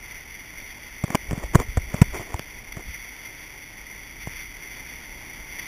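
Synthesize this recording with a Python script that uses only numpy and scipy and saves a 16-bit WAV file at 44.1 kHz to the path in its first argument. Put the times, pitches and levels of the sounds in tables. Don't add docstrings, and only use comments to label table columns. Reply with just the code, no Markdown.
import sys
import numpy as np
from scipy import signal
from scipy.fft import rfft, irfft
from scipy.io import wavfile
from scipy.ndimage import uniform_filter1d

SR = 44100
rng = np.random.default_rng(int(sys.argv[2]) if len(sys.argv) > 2 else 0)


def wav_record(signal):
    frames = np.transpose(np.atleast_2d(signal))
    bounded = np.clip(frames, -1, 1)
    quanta = np.round(bounded * 32767).astype(np.int16)
    wavfile.write(sys.argv[1], SR, quanta)


N = 250047
TIME = np.arange(N) / SR


# (time [s], thump level [dB], thump pitch [Hz], relative crack level [dB],
# crack decay [ms], tone favoured by the struck spot [Hz])
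CASE_HITS = [ (1.0385, -10, 140, -22, 4.4, 380), (1.0792, -30, 200, -27, 1.5, 1200),
             (1.103, -18, 210, -21, 2.4, 1350), (1.147, -9, 171, -11, 2, 1070),
             (1.152, -19.5, 270, -9, 2.0, 2300), (1.3097, -19, 85, -20, 1.3, 2450),
             (1.3171, -19, 151, -25, 2, 450), (1.3294, -15, 109, -22.5, 3.5, 400),
             (1.3770, -18, 182, -32, 4.8, 400), (1.5478, -12.5, 170, -10.5, 0.82, 1400),
             (1.5530, 0, 119.5, -4, 1.2, 930), (1.5550, -10, 313, -16, 6.7, 400),
             (1.5994, -19, 120, -15.5, 2.6, 440), (1.772, -8.5, 73, -18, 4.3, 400),
             (1.9422, -13, 162, -19, 2.2, 453), (2.0161, 4.5, 135.3, -12, 4.9, 1820),
             (2.195, -25.5, 92.5, -26, 1.6, 690), (2.3417, -18, 72, -19, 1.8, 1040),
             (2.3934, -26.5, 131, -19.5, 1.07, 2240), (2.7690, -22.5, 146, -25, 2.4, 400),
             (4.2715, -22.5, 118, -24, 1.44, 860)]

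def knocks():
    out, t = np.zeros(N), TIME[:SR // 10]
    for start, thump_db, thump_hz, crack_db, decay_ms, spot_hz in CASE_HITS:
        decay = decay_ms / 1000
        contact = .28 * rng.standard_normal(len(t)) * np.exp(-t / decay)
        contact[0] += 1.3
        crack = case_ring(contact, spot_hz, focus_db=7.5)
        crack /= np.sqrt(np.sum(crack ** 2) / (SR * decay))
        add(out, start, undb(thump_db) * thump(t, thump_hz) + undb(crack_db - 2.5) * crack)
    return out


def thump(t, hz, swell_cycles=0.41):
    age = t * hz / swell_cycles
    return (age * np.exp(1 - age)) ** 2 * np.sin(2 * np.pi * hz * t)


# (frequency [Hz], bandwidth [Hz], level [dB])
SHELL_MODES = [(350, 220, 3.5), (744, 256, 0.5), (1013, 200, -0.5), (1530, 186, -4.5), (1740, 450, -5),
               (2334, 570, -7), (3150, 620, -13.5)]

def case_ring(push, spot_hz=700, focus_db=0):
    out = 0
    for k, (hz, width, db) in enumerate(SHELL_MODES):
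        lift_db = focus_db * np.exp(-(2 * np.log(hz / spot_hz)) ** 2)
        ring = signal.lfilter(*signal.iirpeak(hz, hz / width, SR), push)
        out = out + (-1) ** k * undb(db + lift_db) * ring
    return out


# (peak time [s], half length [s], level [dB])
RUB_STROKES = [(1.125, 0.035, -35), (1.362, 0.086, -41), (1.436, 0.0094, -31), (1.547, 0.01, -28),
               (1.607, 0.021, -29), (1.97, 0.068, -40), (2.155, 0.019, -29.5), (2.212, 0.02, -38.5),
               (2.32, 0.074, -43), (2.79, .03, -42.5)]

def rubs():
    slips = grains(rate=440, spread_db=1.5) + undb(-3.5) * rng.standard_normal(N)
    return swells(RUB_STROKES) * unit(case_ring(slips))


# (time [s], level [dB])
SOFT_PRESSES = [(1.286, -24), (1.437, -23), (1.585, -17), (1.684, -19), (2.122, -28)]

def hand(start_s=1.22, end_s=2.25, fade_s=0.16, grip_db=-38.5):
    grip = np.clip(np.minimum(TIME - start_s, end_s - TIME) / fade_s + .5, 0, 1)
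    out = grip * rumble() * undb(grip_db + 1.5 * walk(rate=13.3))
    for start, db in SOFT_PRESSES:
        add(out, start, undb(db) * thump(TIME[:SR // 10], hz=46))
    return out


# (frequency [Hz], level [dB])
RUSH_EQ = [(1000, -27), (1450, -15), (1650, -16.5), (1850, -8), (2000, -1.5), (2110, 1.5), (2250, -3.5),
           (2450, -10), (2650, -15.5), (2830, -15.5), (3050, -18.5), (3420, -9.5), (3650, -17.5),
           (3950, -12)]
# (peak time [s], half length [s], relative level [dB])
SPRAY_GUSHES = [(2.725, 0.003, -36), (2.96, 0.062, -53), (3.262, .01, -49), (4.220, 0.015, -40.5),
                (4.415, 0.037, -45), (5.597, 0.0066, -42), (5.63, 0.029, -55)]

def water_rush(flow_db):
    spray = rng.standard_normal(N) + undb(-4.5) * grains(rate=900, spread_db=1.0)
    flutter_db = 0.93 * walk(rate=14) + 0.76 * walk(rate=70)
    surge = undb(-43 + flow_db + flutter_db) + swells(SPRAY_GUSHES)
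    return undb(1.87) * colour(spray, RUSH_EQ) * surge


# (frequency [Hz], level [dB])
WASH_EQ = [(50, -7), (110, 3.5), (180, 0), (310, 0.5), (480, -5), (680, -6), (880, -2), (1050, -5),
           (1250, -16.5), (1700, -11.5)]

def water_wash(flow_db):
    slosh = rng.standard_normal(N) + undb(-9.5) * grains(rate=300, spread_db=5.0)
    return colour(slosh, WASH_EQ) * undb(-51.06 + flow_db + walk(rate=25))


# (peak time [s], half length [s], level [dB])
RAFT_JOLTS = [(2.65, 0.18, -48.5), (2.905, 0.028, -35.5), (4.35, 0.26, -51.5)]

def raft(flow_db):
    return rumble() * (undb(-51 + flow_db + 1.8 * walk(rate=7.4)) + swells(RAFT_JOLTS))


# (frequency [Hz], level [dB])
RUMBLE_EQ = [(12, -9), (28, -0.5), (55, -2), (85, -11.5), (140, -19), (300, -29.5)]

def rumble():
    return colour(rng.standard_normal(N), RUMBLE_EQ)


def undb(db):
    return 10 ** (np.asarray(db) / 20)


def unit(x):
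    return x / np.sqrt(np.mean(x ** 2))


def colour(x, eq):
    hz, db = np.transpose(eq)
    f = np.maximum(np.fft.rfftfreq(N, 1 / SR), 1)
    rolloff = np.minimum(f / hz[0], 1) ** 2 * np.minimum(hz[-1] / f, 1) ** 2
    curve = undb(np.interp(np.log(f), np.log(hz), db))
    return unit(irfft(rfft(x) * rolloff * curve, N))


def walk(rate):
    hold = max(int(SR / rate), 1)
    steps = np.repeat(rng.standard_normal(N // hold + 1), hold)
    return unit(uniform_filter1d(uniform_filter1d(steps, hold), hold)[:N])


def grains(rate, spread_db):
    size = undb(spread_db * np.minimum(rng.exponential(size=N), 4))
    return unit((rng.random(N) < rate / SR) * size * rng.choice([-1, 1], N))


def swells(rows):
    return sum(undb(db) * np.exp(-((TIME - peak) / half) ** 2) for peak, half, db in rows)


def add(out, start_s, sound):
    i = int(start_s * SR)
    out[i:i + len(sound)] += sound[:N - i]


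def scene(rise_db_per_s=0.26):
    flow_db = rise_db_per_s * TIME + 0.49 * walk(rate=3.56)
    ride = water_rush(flow_db) + water_wash(flow_db) + raft(flow_db)
    return (ride + hand() + knocks() + rubs())[None]


def record(dry, sample_hz=8000, band_hz=3720, top_hz=15200):
    anti_alias = signal.butter(12, band_hz, fs=SR, output="sos")
    dull = signal.sosfiltfilt(anti_alias, dry)
    coarse = signal.resample_poly(dull, sample_hz, SR, axis=1, window=("kaiser", 2))
    held = np.repeat(np.clip(coarse, -1, 1), 4, axis=1)
    fizzy = signal.resample_poly(held, SR, 4 * sample_hz, axis=1, window=("kaiser", 3))[:, :N]
    high_cut = signal.ellip(8, .2, 70, top_hz, fs=SR, output="sos")
    return signal.sosfilt(high_cut, fizzy)


dry = scene()
out = record(dry)
wav_record(out)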